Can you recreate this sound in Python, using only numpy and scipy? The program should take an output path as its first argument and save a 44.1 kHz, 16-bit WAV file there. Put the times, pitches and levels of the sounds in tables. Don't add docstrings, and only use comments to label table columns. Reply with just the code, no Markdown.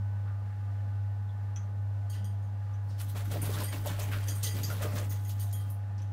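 import sys
import numpy as np
from scipy import signal
from scipy.fft import rfft, irfft, next_fast_len
from scipy.io import wavfile

SR = 44100
rng = np.random.default_rng(int(sys.argv[2]) if len(sys.argv) > 2 else 0)


def elevation(decibels):
    levels = np.asarray(decibels, float)
    return 10 ** (levels / 20)


def to_wav(s):
    ch = np.atleast_2d(s).T
    pcm = np.round(np.clip(ch, -1, 1) * 32767)
    wavfile.write(sys.argv[1], SR, pcm.astype(np.int16))


N = 270059


def rms_one(x):
    return x / np.sqrt(np.mean(x ** 2) + 1e-20)


def in_time(rows):
    s, *columns = np.transpose(rows)
    return [np.interp(np.arange(N) / SR, s, c) for c in columns]


def drift(rate_hz):
    r = np.exp(-80 * np.pi * rate_hz / SR)
    chance = rng.standard_normal(N // 40 + 2002)
    slow = signal.lfilter([1], [1, -2 * r, r * r], chance)[2000:]
    return np.interp(np.arange(N) / 40, np.arange(len(slow)), rms_one(slow))


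def coloured(spectrum):
    hz, db = np.transpose(spectrum)
    size = next_fast_len(N)
    grid_hz = np.maximum(np.fft.rfftfreq(size, 1 / SR), 1)
    gain = elevation(np.interp(np.log(grid_hz), np.log(hz), db))
    return rms_one(irfft(rfft(rng.standard_normal(size)) * gain, size)[:N])


def resonance(x, hz, width_hz):
    r = np.exp(-np.pi * width_hz / SR)
    poles = [1, -2 * r * np.cos(2 * np.pi * hz / SR), r * r]
    return signal.lfilter((1 - r * r) / 2 * np.array([1, 0, -1]), poles, x)


def tone(hz, level_db, phase):
    t = np.arange(N) / SR
    return np.sqrt(2) * elevation(level_db) * np.sin(2 * np.pi * hz * t + phase)


def bursts(times, levels_db, lengths, rise_s):
    out = np.full(N, 1e-9)
    for s, db, length in zip(times, levels_db, lengths):
        start = int((s - rise_s) * SR)
        length = max(length, .004)
        t = np.arange(min(int(8 * length * SR), N - start)) / SR
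        swell = (1 - np.exp(-2 * t / rise_s)) * np.exp(-(t / length) ** 1.33)
        out[start:start + len(t)] += elevation(db) * swell
    return out


def patchy(noise, low_hz, high_hz, patch_db, rate, count=7):
    size = next_fast_len(N)
    spectrum = rfft(noise, size)
    pitch = np.log(np.fft.rfftfreq(size, 1 / SR) + 1)
    centres = np.log(np.geomspace(low_hz, high_hz, count))
    out = np.zeros(N)
    for one in np.eye(count):
        band = irfft(spectrum * np.interp(pitch, centres, one), size)[:N]
        out += band * elevation(patch_db * drift(rate))
    return rms_one(out)


def grainy(noise):
    grains_per_s, grain_share = 900, 0.43
    sizes = elevation(5.2 * np.minimum(rng.exponential(1, N), 3.0))
    catches = (rng.random(N) < grains_per_s / SR) * sizes
    return rms_one(noise * (1 + grain_share * rms_one(signal.lfilter([1], [1, -.93], catches))))


def knocks(table):
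    out = np.zeros(N)
    size = int(.3 * SR)
    for s, db, hz, width_hz, t60 in table:
        start = int(s * SR)
        t = np.arange(min(size, N - start)) / SR
        band = resonance(rng.standard_normal(size), hz, width_hz)
        cluster = rms_one(resonance(band, hz, width_hz))[:len(t)]
        onset = 1 - np.exp(-t / (0.0088 * t60 ** 2 + 0.00041))
        out[start:start + len(t)] += cluster * elevation(db - 60 * t / t60) * onset
    return out


def struck(modes, hits):
    return knocks([(s, db + mode_db, hz, width_hz, t60 * ring)
                   for s, db, ring in hits for hz, width_hz, mode_db, t60 in modes])


def room(x):
    t60_s = 0.06
    t = np.arange(int(.4 * SR)) / SR
    noise = rng.standard_normal(len(t)) * (t > .006)
    dull = signal.lfilter([.3], [1, -.7], noise)
    bright = noise - dull
    tail = dull * elevation(-60 * t / t60_s) + bright * elevation(-60 * t / (0.85 * t60_s))
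    return signal.fftconvolve(x, tail / np.sqrt(np.sum(tail ** 2)))[:N]


def ventilation():
    # frequency in Hz, density in dB per Hz.
    air_spectrum = [(20, -34), (40, -37.5), (70, -11), (130, -13.5), (200, -16), (370, -29), (560, -22.5),
                    (750, -26), (1500, -33.5), (1850, -49), (2200, -47), (6500, -53), (10500, -57),
                    (15800, -55.5)]
    # centre in Hz, width in Hz, level in dB.
    duct = [(290, 15, -1), (410, 62, -7.5), (516, 17, -7.5), (606, 16, -10), (692.6, 8.3, 0.5),
            (950, 55, -4.5), (990, 35, -8.5), (1200, 22, -2), (1373, 78, -8.5), (1650, 57, -4),
            (1758, 36, -6), (1850, 11, -15.5), (2628, 31, -16.5)]
    air = coloured(air_spectrum)
    flow = signal.sosfilt(signal.butter(2, 2200, fs=SR, output="sos"), air)
    out = elevation(-54) * (air + flow * (elevation(drift(7.6)) - 1))
    white = rng.standard_normal(N)
    for hz, width_hz, db in duct:
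        out += elevation(db - 68.5 + 2.5 * drift(3.2)) * rms_one(resonance(white, hz, max(width_hz, 20)))
    return out


def appliance():
    # time in seconds, level in dB.
    hum = [(0.0, -32.5), (0.03, -31), (0.47, -34), (1.04, -31.5), (1.29, -34), (2.13, -32), (2.56, -34),
           (2.74, -32.5), (3.0, -34), (3.44, -31), (3.7, -33), (3.73, -34.5), (4.23, -30.5), (4.72, -33),
           (5.4, -31.5), (5.9, -34), (6.09, -32.5), (6.12, -34.5)]
    # time in seconds, level in dB.
    overtone = [(0.0, -54), (0.19, -64), (1.45, -57.5), (1.52, -76), (1.6, -56), (2.15, -73), (2.23, -48),
                (2.38, -64), (2.54, -56), (2.64, -68), (4.18, -57.5), (4.23, -70), (4.82, -57), (5.13, -67),
                (6.03, -61), (6.12, -70)]
    # frequency in Hz, level in dB, wobble in dB.
    tones = [
        (38.8, -67.5, -0.5),
        (834.4, -61, 0.4),
        (1500, -70.5, 2),
    ]
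    out = tone(99.95, in_time(hum)[0] + 0.52 * drift(6.3), 0.18 * drift(0.45))
    out += tone(198.5, in_time(overtone)[0] - 0.5, 1.4 * drift(3.0))
    for hz, db, wobble_db in tones:
        out += tone(hz, db + wobble_db * drift(1.2), 1.11 * drift(1.1))
    return out


def rustles():
    # start in seconds, level in dB, ring in Hz, width in Hz, t60 in seconds.
    brushes = [(.26, -54.5, 1260, 500, 0.44), (.28, -61, 1650, 500, 0.38), (1.29, -62, 3380, 400, .1),
               (2.097, -56, 9200, 8900, .16), (2.099, -61.5, 4500, 500, 0.33),
               (2.125, -58.5, 3000, 500, 0.51), (2.13, -56.5, 3900, 5000, 0.36),
               (2.15, -59, 1730, 400, 0.21), (2.881, -70, 4460, 300, .5), (2.885, -69, 5200, 400, .5),
               (2.89, -73, 8700, 600, .4), (2.9, -61, 4000, 3500, .3), (4.353, -50, 9800, 249, 0.16),
               (4.353, -49, 8600, 300, 0.22), (4.353, -50, 11900, 5984, 0.16),
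               (5.104, -56, 6150, 800, 0.31), (5.528, -50, 11300, 600, 0.29), (5.53, -59, 3195, 60, .7),
               (5.281, -55, 11000, 400, .12), (5.11, -56, 1970, 150, .3), (3.67, -51.5, 1976, 101, .35),
               (3.655, -57, 4790, 80, .6), (2.245, -64, 11400, 596, 0.23), (5.701, -55.5, 9800, 500, .2),
               (5.701, -57, 11600, 700, 0.18), (5.701, -58, 14150, 500, 0.18),
               (5.701, -51.5, 12000, 7000, .16), (4.632, -42.5, 4940, 5000, 0.25),
               (5.529, -64, 9900, 8700, .08), (5.979, -60, 5100, 2500, 0.15), (5.99, -64, 2690, 2000, 0.37),
               (6.016, -68, 9000, 8950, 0.16)]
    return knocks(brushes)


def latch():
    # centre in Hz, width in Hz, level in dB, t60 in seconds.
    modes = [(5990, 410, 4, 0.071), (6200, 880, -11, 0.38), (3310, 390, -10.5, 0.19),
             (1400, 810, -8.5, 0.34), (7300, 1300, -16.5, 0.12), (2560, 200, -11.5, 0.14),
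             (10000, 9050, -14, .028)]
    # start in seconds, level in dB, share of the ring time.
    hits = [
        (1.56, -46, 0.7),
        (2.243, -63, 1),
        (2.736, -65.5, 1),
        (4.2817, -43.5, 0.86),
        (6.019, -60.5, 1.04),
    ]
    return struck(modes, hits)


def chain():
    # centre in Hz, width in Hz, level in dB, t60 in seconds.
    modes = [(9400, 480, 1, 0.24), (11900, 1000, -5, 0.18), (14300, 1400, -16, 0.12),
             (11900, 9400, 0, 0.23)]
    # start in seconds, level in dB, share of the ring time.
    hits = [
        (3.416, -43, 1.2),
    ]
    return struck(modes, hits)


def wires(count=10):
    # start in seconds, level in dB, brightness in dB per octave, freedom to ring 0-1.
    claws = [(2.0963, -55.5, 3, 0.8), (2.139, -60, -1, 0.9), (2.2423, -54, 1.5, 0.28), (2.4244, -70, 3, .7),
             (3.316, -56, 6, .5), (3.358, -59, -3, 0.7), (3.634, -42, 7.5, 0.85), (3.679, -49.5, 3, 0.5),
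             (4.2272, -58, -3, 0.8), (4.2827, -43, 5, 0.53), (4.355, -59, 13, .75), (4.431, -39.5, 7, 0.3),
             (4.44, -39.5, -1, 1), (4.4682, -45, -1, 0.6), (4.6315, -38.5, 3.5, 0.38), (5.094, -51, 11, 1),
             (5.247, -53, 3, 0.5), (5.2795, -54, 12.5, 0), (5.3957, -48, 7.5, 0.4),
             (5.5257, -47, 5.5, 0.66), (5.701, -67, 13, 0.3)]
    places = [.075, .18, .36, .25, .315, .49, .335, .37, .315, .09, .355, .08, .27, .07, 0.285, .26, 0.41,
              0.15, .185, .185, .17]
    # frequency in Hz, spread between wires in Hz, t60 in seconds, trim in dB.
    modes = [(1974, 30, 0.52, -4), (3215, 54, 0.35, -1), (4790, 70.5, 0.46, -3.5), (6620, 306, 0.25, 1),
             (8870, 270, 0.3, 0), (11470, 310, 0.11, -2), (14500, 760, 0.12, -4.5), (5400, 430, 0.11, -9),
             (7500, 450, 0.06, -35), (9900, 420, .1, -7.5), (12800, 440, .07, -11.5)]
    half_waves = [3, 4, 5, 6, 7, 8, 9, 6, 6, 7, 8]
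    node_leak, pivot_hz, drag_s = .05, 6680, 0.01547
    out = np.zeros(N)
    size = int(.4 * SR)
    t = np.arange(size) / SR
    contact = (1 - np.exp(-t / 0.00031)) * np.exp(-(t / drag_s) ** 0.59) + 1e-9
    push_size = size // 4
    scratch = coloured([(2000, -14), (2800, -3), (6000, 9.0), (12000, -10), (15800, 11)])[:size]
    for (s, level_db, bright_db, freedom), place in zip(claws, places):
        start = int(s * SR)
        grip = elevation(level_db + 0.35 * bright_db - 16.0) * contact * scratch
        for (hz, spread_hz, t60, trim_db), order in zip(modes, half_waves):
            tilt_db = bright_db * np.log2(max(hz, 3000) / pivot_hz)
            drive = elevation(level_db + tilt_db) * (abs(np.sin(np.pi * order * place)) + node_leak)
            for free in np.linspace(.22, 1, count):
                width_hz = np.log(1000) / (np.pi * t60 * free * np.clip(freedom, .15, 1))
                wire_hz = hz + spread_hz * rng.uniform(-1.223, 1) * (2.6 - 2.3 * free)
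                push = rng.standard_normal(push_size) * contact[:push_size]
                rung = resonance(np.pad(push, (0, size - push_size)), wire_hz, width_hz)
                grip += drive * elevation(trim_db + 1) * rung / np.max(np.abs(rung)) / np.sqrt(count)
        out[start:start + size] += grip[:N - start]
    return out


def snaps():
    # start in seconds, peak in dB, centre in Hz.
    quills = [(2.143, -43, 5000), (3.0005, -33, 5000), (3.1636, -36, 5000), (3.314, -28, 5000),
              (3.4537, -27, 5000), (3.5144, -28, 5000), (3.5424, -36, 5010), (3.586, -24, 5000),
              (3.6127, -31, 5000), (3.73, -31, 5000), (3.869, -34, 5000), (3.893, -28, 5000),
              (4.0012, -28, 5000), (4.12, -39, 5000), (4.428, -25, 4970), (4.7017, -30, 5000),
              (4.827, -28, 5000), (4.9556, -27, 5000), (5.1074, -34, 5000), (5.394, -42, 5000),
              (5.5288, -31, 5000), (5.7023, -43, 5000)]
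    return knocks([(s, db - 16.5, hz, 1.26 * hz, 0.025) for s, db, hz in quills])


def claps():
    # start in seconds, level in dB, ring in Hz, width in Hz, t60 in seconds.
    air_claps = [(3.355, -33.5, 550, 200, 0.075), (3.49, -40, 440, 200, 0.18),
                 (3.565, -44, 1500, 400, 0.12), (3.608, -42, 950, 250, 0.15), (3.615, -42, 526, 200, 0.22),
                 (3.745, -59, 597, 400, 0.11), (3.858, -33.5, 590, 298, 0.074), (3.34, -45, 290, 120, 0.4),
                 (3.6, -48, 290, 140, 0.27), (3.74, -44, 290, 120, .2), (4.57, -46, 278, 150, 0.23),
                 (4.84, -43, 295, 160, 0.27), (4.96, -41.5, 282, 160, 0.35), (4.13, -45, 1500, 1200, .2),
                 (3.891, -37.5, 950, 300, 0.069), (3.891, -41.5, 3050, 700, 0.039),
                 (3.986, -36, 560, 300, 0.05), (4.01, -45, 600, 300, .2), (4.555, -37, 168, 120, 0.1),
                 (4.698, -43, 1400, 250, 0.17), (4.812, -41, 567, 255, 0.089),
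                 (4.844, -39.5, 505, 200, 0.29), (4.85, -45.5, 1200, 400, 0.31), (4.46, -45, 420, 100, .2),
                 (3.385, -45, 300, 90, .2), (3.862, -38, 580, 150, .08), (5.528, -56, 6900, 600, .25),
                 (5.408, -56, 6400, 400, .2), (5.405, -58, 4600, 500, .15), (4.435, -56, 1955, 50, .7),
                 (4.931, -42, 576, 200, 0.2), (4.958, -51, 1400, 900, 0.26), (4.825, -51, 1780, 700, .2)]
    return knocks(air_claps)


def flapping():
    return np.interp(np.arange(N) / SR, [2.78, 2.9, 5.66, 5.78], [0, 1, 1, 0])


def gusts():
    # time in seconds, level in dB.
    draught = [(2.8, -74), (3.27, -52), (3.54, -58), (4.08, -49), (4.7, -60), (4.77, -51), (5.07, -52),
               (5.14, -64), (5.85, -74)]
    rumble = coloured([(22, -56), (33, -1), (42, 12.5), (65, -1.5), (90, -7), (140, -35.0)])
    return flapping() * elevation(in_time(draught)[0] + 1.2 * drift(5.0)) * rumble


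def thumps(times, levels_db, lengths):
    out = np.zeros(N)
    air = rng.standard_normal(N)
    pockets_hz = 540 * (1 + 0.073 * rng.standard_normal(len(times)))
    for s, db, hz, length in zip(times, levels_db, pockets_hz, lengths):
        air = np.roll(air, 7919)
        pocket = rms_one(resonance(air, hz, 0.23 * hz))
        pocket += .5 * rms_one(resonance(air, 1.64 * hz, 1.5 * hz))
        out += pocket * bursts([s - .008], [db], [1.8 * length], rise_s=0.013)
    return out * elevation(2.0 * drift(32))


def wings():
    # start in seconds, hiss in dB, swish in dB, thump in dB, length in seconds.
    strokes = [(3.005, -33, -45.5, -69, 0.037), (3.1676, -35, -43, -52, 0.046),
               (3.32, -28, -39.5, -46, 0.015), (3.441, -32, -51, -46.5, 0.062),
               (3.581, -41, -42, -44, 0.018), (3.728, -33.5, -41, -48, 0.054),
               (3.866, -31.5, -57, -46.5, 0.035), (3.9994, -33, -43, -53, 0.056),
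               (4.119, -59, -37.5, -53, 0.064), (4.282, -29.5, -68, -50, 0.038),
               (4.437, -23.5, -51, -55, 0.043), (4.57, -35.5, -62, -49.5, 0.043),
               (4.703, -33, -60, -45.5, 0.037), (4.847, -40.5, -51, -46.5, 0.04),
               (4.961, -34, -43.5, -47, 0.057), (5.118, -35, -51, -59, 0.037),
               (5.298, -35, -61, -72, 0.031), (5.405, -35.5, -64, -66, 0.061),
               (5.562, -61, -70, -66, 0.026)]
    flicks = [(2.988, -44, -55, -62, 0.047), (3.09, -41.5, -55, -74, .03), (3.255, -44, -54, -69, 0.02),
              (3.338, -42, -56, -45.5, 0.037), (3.531, -33, -71, -63, .04), (3.545, -38, -47, -62, 0.025),
              (3.607, -30.5, -48, -46, 0.042), (3.865, -44, -48, -56, 0.25), (4.775, -44, -68, -58, 0.062),
              (4.827, -25, -37, -41, 0.017), (4.935, -60, -66, -45.5, 0.017)]
    # time in seconds, level in dB.
    effort = [(2.8, -69), (2.94, -65), (3.38, -48.5), (3.56, -44.5), (3.86, -51.5), (4.68, -46.5),
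              (4.85, -47), (5.11, -53.5), (5.85, -55.5)]
    # frequency in Hz, density in dB per Hz.
    rub_spectrum = [(1760, -41), (3000, 0), (5010, -4.5), (9110, -3), (10200, -3), (12900, -3),
                    (15800, -4.5)]
    s, hiss_db, swish_db, thump_db, length = np.transpose(strokes + flicks)
    mean_effort_db = -50
    swing_db = in_time(effort)[0] - mean_effort_db
    moving = flapping()

    def flutter(offset_db, share):
        return moving * elevation(mean_effort_db + offset_db + share * swing_db)

    wake = bursts(s, hiss_db - 29, np.full(len(s), 0.06), rise_s=0.016)
    hiss = patchy(grainy(coloured(rub_spectrum)), 2650, 17000, patch_db=3.0, rate=18)
    hiss *= elevation(1.87 * drift(53))
    hiss *= bursts(s, hiss_db - 14.5, length, rise_s=0.0095) + flutter(-10.5, 0.79) + wake

    swish = coloured([(400, -28), (750, -3.0), (1500, 0), (2500, -4.5), (4000, -10.5), (6000, -19.5)])
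    swish = patchy(grainy(swish), 870, 4800, patch_db=2.0, rate=8.5) * elevation(1.8 * drift(75))
    swish *= bursts(s, swish_db - 5.0, 0.84 * length, rise_s=0.0042) + flutter(-9.5, 1.65)

    puff = bursts(s - .012, thump_db - 9, np.full(len(s), 0.078), rise_s=0.014)
    buffet = coloured([(90, -2), (125, 9.5), (200, 4.0), (280, 2.5), (400, -6.0), (700, -26.0)])
    buffet *= elevation(4.1 * drift(15.0)) * (flutter(-5, 0.98) + puff)
    return hiss + swish + thumps(s, thump_db, length) + buffet


def scene():
    cage = rustles() + latch() + chain() + wires()
    bird = cage + snaps() + claps() + wings()
    background = ventilation() + appliance()
    return (bird + elevation(-9.5) * room(bird) + gusts() + background)[None]


def band_limit(x):
    return signal.sosfilt(signal.butter(12, 15910, fs=SR, output="sos"), x)


def record(dry):
    cut = signal.sosfilt(signal.ellip(12, .5, 75, 15740, fs=SR, output="sos"), dry)
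    return band_limit(cut)


dry = scene()
out = record(dry)
to_wav(out)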